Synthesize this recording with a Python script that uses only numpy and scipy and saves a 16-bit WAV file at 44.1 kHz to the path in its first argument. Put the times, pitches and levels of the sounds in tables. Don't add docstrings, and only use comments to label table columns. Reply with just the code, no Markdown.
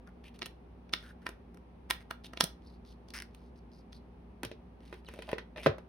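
import sys
import numpy as np
from scipy import signal
from scipy.fft import rfft, irfft
from scipy.io import wavfile

SR = 44100
rng = np.random.default_rng(int(sys.argv[2]) if len(sys.argv) > 2 else 0)


def wrap_up_sound(samples):
    columns = np.atleast_2d(samples).T
    tamed = np.clip(columns, -1, 1)
    steps = np.round(tamed * 32767).astype(np.int16)
    wavfile.write(sys.argv[1], SR, steps)


N = 259547
T = np.arange(N) / SR
RING_T = T[:SR // 4]

# start_s, end_s, level_db, centre_hz, width_octaves
RUBS = [(0.064, 0.097, -62, 1390, 0.16), (0.231, 0.301, -61.5, 2520, 0.26), (0.336, 0.377, -68, 2600, 0.46),
        (0.952, 1.14, -69, 3280, 0.57), (1.017, 1.133, -60.5, 1530, 0.13), (1.209, 1.26, -70.5, 1630, 0.38),
        (1.996, 2.033, -64, 1450, 0.57), (2.235, 2.276, -55, 3330, 0.37), (2.611, 2.785, -75.5, 4280, 0.17),
        (2.84, 2.955, -70, 4140, .26), (3.3, 3.532, -82, 4180, 0.33), (3.549, 3.604, -78, 4700, 0.26),
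        (3.707, 3.829, -73.5, 4780, 0.13), (3.914, 3.992, -68.5, 4330, .18),
        (4.795, 5.028, -71, 2580, 0.51), (5.037, 5.358, -66.5, 2430, 0.46),
        (5.564, 5.629, -54.5, 2430, 0.14), (5.623, 5.672, -51.5, 2320, 0.51)]
# start_s, wall_db, wall_centre_hz, body_db, crack_db
LID_CLICKS = [(0.3908, -59, 2260, -73, -58.5), (0.4196, -37, 2330, -45, -66),
              (0.428, -42.5, 2560, -46, -58), (0.459, -45, 2680, -59, -46.5),
              (0.4646, -51, 2960, -51.5, -54), (0.8935, -63.5, 2600, -63, -76),
              (0.9359, -27, 3020, -41.5, -40.5), (1.2662, -34.5, 1530, -44.5, -50),
              (1.2907, -49, 1390, -45.5, -50.5), (1.545, -68, 1120, -64, -65.5),
              (1.5721, -62, 1210, -68, -69), (1.902, -37, 1800, -44, -36.5),
              (1.908, -27.5, 1780, -47, -30.5), (2.1086, -47.5, 1750, -54, -46.5),
              (2.11, -37, 1370, -43.5, -55), (2.3347, -48, 1200, -49.5, -59),
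              (2.3733, -42, 2940, -47.5, -58.5), (2.4079, -25, 4570, -36, -25.5),
              (2.4082, -27, 1120, -51.5, -49.5), (2.4398, -41.5, 3270, -39.5, -30),
              (3.0857, -62, 5600, -61.5, -67), (3.1042, -55, 6300, -61, -62),
              (3.3475, -61, 3110, -67.5, -59.5), (3.9288, -55, 4100, -70, -69)]


def undb(db):
    return 10 ** (np.asarray(db) / 20)


def level(x, db):
    return x * undb(db) / np.sqrt(np.mean(x ** 2))


def burst(x, db):
    return x * undb(db) / np.sqrt(np.sum(x ** 2) / (2 * SR / 100))


def add(out, s, x):
    i = max(int(s * SR), 0)
    out[..., i:i + x.shape[-1]] += x[..., :max(N - i, 0)]


def colour(x, gain):
    size = x.shape[-1]
    hz = np.fft.rfftfreq(size, 1 / SR) + 1
    return irfft(rfft(x) * gain(hz), size)


def hump(hz, centre_hz, octaves):
    return 1 / (1 + (np.log2(hz / centre_hz) / octaves) ** 2 / 2)


def noise(size, apart):
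    mid, side = rng.standard_normal((2, size))
    return np.array([mid + apart * side, mid - apart * side])


def diffuse(size, split_hz):
    mid, side = rng.standard_normal((2, size))
    side = colour(side, lambda hz: 1 / np.sqrt(1 + (split_hz / hz) ** 3))
    return np.array([mid + side, mid - side])


def background():
    # pitch_hz, relative_level_db (per Hz)
    air_curve = [(15, -46), (25, -36.5), (48, -7), (134, -15.5), (242, -11.5), (293, -18.5), (405, -17),
                 (439, -24), (503, -20), (560, -26), (840, -25.5), (1480, -38.5), (2550, -43),
                 (5430, -57.5), (16000, -65)]
    # pitch_hz, level_db
    hum_lines = [(59.2, -56), (177.6, -64.5), (236.9, -65), (409.1, -73)]
    hz, db = np.transpose(air_curve)
    air = colour(diffuse(N, split_hz=510), lambda f: undb(np.interp(np.log(f), np.log(hz), db)))
    knots = np.linspace(0, T[-1], num=40)
    hum = 0
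    for line_hz, line_db in hum_lines:
        swell, drift = (np.interp(T, knots, row) for row in rng.standard_normal((2, len(knots))))
        tone = np.sin(2 * np.pi * line_hz * T + 1.4 * drift)
        hum = hum + level(undb(0.69 * swell) * tone, line_db)
    return level(air, -56) + hum


def wall_slides():
    mid_hz, mid_hiss_db, hiss_db_per_octave = 2600, -12, 4
    return [(start, end, db, hz, octaves, mid_hiss_db + hiss_db_per_octave * np.log2(hz / mid_hz))
            for start, end, db, hz, octaves in RUBS]


def rim_scrapes():
    before_s, after_s = 0.015, 0.023
    scrape_db, octaves, hiss_db = -28.5, 0.63, -10
    return [(s - before_s, s + after_s, wall_db + scrape_db, hz, octaves, hiss_db)
            for s, wall_db, hz, _, _ in LID_CLICKS]


def base_drags():
    # start_s, end_s, level_db
    drag_spans = [(5.156, 5.185, -57), (5.274, 5.323, -48), (5.55, 5.634, -52)]
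    centre_hz, octaves, hiss_db = 624, 0.19, -31
    return [(start, end, db, centre_hz, octaves, hiss_db) for start, end, db in drag_spans]


def rubs(grain_db, hiss_hz):
    out = np.zeros((2, N))
    for start, end, db, centre_hz, octaves, hiss_db in wall_slides() + rim_scrapes() + base_drags():
        size = max(int((end - start) * SR), 256)
        grip = np.repeat(rng.standard_normal(size // 64 + 1), 64)[:size]
        slips = noise(size, 0.18) * undb(grain_db * grip) * signal.windows.tukey(size, 0.5)
        resonance = colour(slips, lambda hz: hump(hz, centre_hz, octaves))
        hiss = colour(slips, lambda hz: hump(hz, hiss_hz, 0.5))
        add(out, start, level(resonance, db))
        add(out, start, level(hiss, db + hiss_db))
    return out


def ring(modes, centre_hz, octaves, scatter_db, detune, apart):
    hz, db, t60 = np.transpose(modes)[:, :, None]
    size, tune, turn = rng.standard_normal((3, len(modes), 1))
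    decay = hump(hz, centre_hz, octaves) * undb(db + scatter_db * size - 60 * RING_T / t60)
    phase = 2 * np.pi * hz * (1 + detune * tune) * RING_T
    spread = apart * turn * np.minimum(hz / 600, 1)
    return np.array([np.sum(decay * np.sin(phase + side * spread), axis=0) for side in (1, -1)])


def wall_ring(modes, centre_hz, octaves, dense_db, dense_s):
    lines = ring(modes, centre_hz, octaves, scatter_db=1.5, detune=0.02, apart=0.35)

    def wash_gain(hz):
        return hump(hz, centre_hz, octaves) / (1 + (600 / hz) ** 3) / (1 + (hz / 6000) ** 4)

    wash = colour(noise(len(RING_T), 0.86), wash_gain) * np.exp(-RING_T / dense_s)
    spreading = 1 - np.exp(-RING_T / 0.00034)
    return burst(lines * spreading, 0) + burst(wash * spreading, dense_db)


def crack(decay_s, centre_hz):
    hiss = colour(noise(len(RING_T), 0.4),
                  lambda hz: hump(hz, centre_hz, 1.0) / (1 + (4000 / hz) ** 6))
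    return hiss * np.exp(-RING_T / decay_s) * (1 - np.exp(-RING_T / 0.00075))


def strikes(events, body_modes, wall_modes, octaves, dense_db, dense_s, crack_s, crack_hz, pan_db):
    # time_s, centre_hz
    body_centre = [(0.9, 380), (2.4, 517), (3.0, 365), (4.93, 359), (5.17, 530)]
    pan = undb(np.array([[pan_db], [-pan_db]]) / 2)
    out = np.zeros((2, N))
    for s, wall_db, wall_hz, body_db, crack_db in events:
        body_hz = np.interp(s, *np.transpose(body_centre))
        body = ring(body_modes, body_hz, octaves=0.45, scatter_db=1, detune=0.008, apart=0.4)
        walls = wall_ring(wall_modes, wall_hz, octaves, dense_db, dense_s)
        edge = crack(crack_s, crack_hz)
        add(out, s, burst(body, body_db) + burst(edge, crack_db) + burst(walls, wall_db) * pan)
    return out


def finger_touches():
    delay_s, wall_db, body_db, crack_db = 0.01, 0.5, -2.5, -9.5
    return [(start + delay_s, db + wall_db, hz, db + body_db, db + crack_db)
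            for start, _, db, hz, _ in RUBS]


def early_copies():
    copy_db = -16
    leads_s = rng.uniform(0.001, 0.0044, len(LID_CLICKS))
    return [(s - lead, wall_db + copy_db, hz, body_db + copy_db, crack_db + copy_db)
            for lead, (s, wall_db, hz, body_db, crack_db) in zip(leads_s, LID_CLICKS)]


def lid_contacts():
    # pitch_hz, relative_level_db, t60_s
    lid_walls = [(914, -7, 0.019), (1031, -1.5, 0.025), (1180, -7, 0.014), (1340, 5.5, 0.014),
                 (1580, -8, 0.025), (1849, -1, 0.022), (2180, -8, .015), (2330, 0, 0.012),
                 (2550, 0.5, 0.0047), (2735, 0, 0.01), (3466, 3.5, 0.011), (3730, -1, 0.0052),
                 (4100, -2.5, 0.015), (4570, 1, 0.0098), (5290, 6.5, 0.0054), (5700, 0.5, 0.0032)]
    # pitch_hz, relative_level_db, t60_s
    held_tub = [(245, -9, 0.013), (372, 5, 0.027), (521, 1, 0.033), (669, 8, 0.028)]
    return strikes(LID_CLICKS + early_copies() + finger_touches(), held_tub, lid_walls, octaves=0.7,
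                   dense_db=-3, dense_s=0.0015, crack_s=0.0012, crack_hz=6400, pan_db=-2)


def thuds():
    # start_s, level_db, pitch_hz, t60_s
    weight_stops = [(2.411, -51, 232, 0.089), (2.434, -34.5, 170.4, 0.058), (4.434, -39.5, 272, 0.037),
                    (4.452, -42.5, 112, 0.17), (5.331, -27.5, 460, 0.021), (5.664, -22.5, 142, 0.1),
                    (5.69, -28.5, 98, 0.1)]
    out = np.zeros((2, N))
    for s, db, hz, t60 in weight_stops:
        swing = np.sin(2 * np.pi * hz * RING_T) * np.exp(-np.log(1000) * RING_T / t60)
        add(out, s, burst(np.array([swing, swing]), db))
    return out


def squeak(overtone_db):
    # start_s, end_s, first_hz, last_hz, level_db
    squeak_spans = [(2.659, 2.691, 4320, 4310, -68), (5.053, 5.1, 5200, 2150, -60.5)]
    out = np.zeros((2, N))
    for start, end, first_hz, last_hz, db in squeak_spans:
        size = int((end - start) * SR)
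        grip = signal.resample(rng.standard_normal(16), size)
        period_s = np.linspace(1 / first_hz, 1 / last_hz, size)
        phase = 2 * np.pi * np.cumsum((1 + 0.054 * grip) / period_s) / SR
        tone = np.sin(phase) + undb(overtone_db) * np.sin(2 * phase)
        swell = undb(3 * grip) * signal.windows.tukey(size, 0.7)
        add(out, start, level(tone * swell, db))
    return out


def creak(centre_hz, octaves, upper_hz, upper_db, crack_db, count):
    end_s, quick_gap_s, jitter_s = 3.2216, 0.0022, 0.0003
    last_wait_s, wait_shrink = 0.0179, 0.62
    last_db, db_per_doubling = -45.5, 1.9
    gaps = quick_gap_s + last_wait_s * wait_shrink ** np.arange(count)
    times = end_s - np.cumsum(gaps) + gaps + jitter_s * rng.standard_normal(count)
    damping = np.exp(-RING_T / 0.0033)

    def wall_gain(hz):
        return hump(hz, centre_hz, octaves) + undb(upper_db) * hump(hz, upper_hz, 0.055)

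    out = np.zeros((2, N))
    for slip_s, gap in zip(times, gaps):
        wall = colour(noise(len(RING_T), 0.32), wall_gain) * damping
        tick = burst(wall, 0) + burst(crack(0.00027, 3600), crack_db)
        add(out, slip_s, tick * undb(last_db + db_per_doubling * np.log2(gap / gaps[0])))
    return out


def tray_contacts():
    # start_s, wall_db, wall_centre_hz, body_db, crack_db
    knocks = [(4.4323, -38, 1430, -44, -43), (4.4495, -43, 3470, -41.5, -44),
              (4.5148, -51, 3160, -43.5, -64), (4.927, -46.5, 1560, -43.5, -64),
              (4.941, -53.5, 1800, -58, -63), (5.0867, -48.5, 1510, -50, -58),
              (5.138, -53.5, 1590, -50.5, -59), (5.19, -51, 2270, -42, -62), (5.2218, -47, 2460, -67, -56),
              (5.2905, -43.5, 1850, -49, -59), (5.315, -45, 1870, -49, -54), (5.33, -38, 1530, -35, -59),
              (5.3825, -39.5, 1850, -46, -55.5), (5.561, -48.5, 1830, -54, -81),
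              (5.58, -45.5, 2160, -45, -72), (5.6618, -23, 1250, -21.5, -69),
              (5.6692, -35, 1110, -18.5, -72), (5.783, -51.5, 1100, -45.5, -63)]
    # pitch_hz, relative_level_db, t60_s
    tray_body = [(236, -26, 0.16), (364.4, 2, 0.11), (448, 3, 0.093), (515, -0.5, 0.059),
                 (546.5, 4.5, 0.055), (605, 7.5, 0.039), (756, -7, 0.045)]
    # pitch_hz, relative_level_db, t60_s
    packed_walls = [(842, 4, 0.021), (985, 0.5, 0.03), (1150, 3, 0.011), (1282, -3, 0.023),
                    (1478, -4, 0.028), (1530, -6, 0.026), (1803, 2.5, 0.016), (1937, -2.5, 0.022),
                    (2434, -12, 0.035), (2526, 2.5, 0.014), (3160, 5.5, 0.0096), (3650, -1, 0.0089)]
    return strikes(knocks, tray_body, packed_walls, octaves=0.74,
                   dense_db=-4.0, dense_s=0.014, crack_s=0.0015, crack_hz=6380, pan_db=-1)


def radiate(x):
    return signal.sosfilt(signal.butter(2, 87, "high", fs=SR, output="sos"), x)


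def room(x, echo_s, echo_db, bands):
    t = T[:SR // 2]
    response = np.zeros((2, len(t)))
    for centre_hz, db, t60 in bands:
        wash = colour(diffuse(len(t), split_hz=500), lambda hz: hump(hz, centre_hz, 1.0) ** 2)
        fade = (1 - np.exp(-t / 0.003)) * np.exp(-np.log(1000) * t / t60)
        response += undb(db) * wash * fade / np.sqrt(np.sum(fade ** 2))
    add(response, echo_s, np.full((2, 1), undb(echo_db)))
    return x + signal.fftconvolve(x, response, axes=1)[:, :N]


def scene():
    friction = rubs(grain_db=4.5, hiss_hz=11200) + squeak(overtone_db=-13)
    friction += creak(centre_hz=1840, octaves=0.3, upper_hz=5200, upper_db=-7, crack_db=-4, count=18)
    handling = friction + lid_contacts() + thuds() + tray_contacts()
    left, right = room(radiate(handling), echo_s=0.005, echo_db=-20,
                       bands=[(460, -10, 0.23), (1370, -14.5, 0.27), (3680, -12.5, 0.21), (11600, -16.5, 0.15)])
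    lag_s = 2.6e-5
    late_right = colour(right, lambda hz: np.exp(-2j * np.pi * hz * lag_s))
    return np.array([left, late_right]) + background()


def record(dry):
    # centre_hz, width_hz, depth_db
    mic_dips = [(7357, 840, -13.5), (13500, 1100, -14.5), (15800, 900, -1.5)]

    def response(f):
        dents_db = sum(db * np.exp(-((f - hz) / width) ** 2) for hz, width, db in mic_dips)
        return undb(dents_db) / (1 + (36 / f) ** 6)

    top_cut = signal.ellip(10, 0.2, 80, 16200, fs=SR, output="sos")
    return signal.sosfilt(top_cut, colour(dry, response))


dry = scene()
out = record(dry)
wrap_up_sound(out)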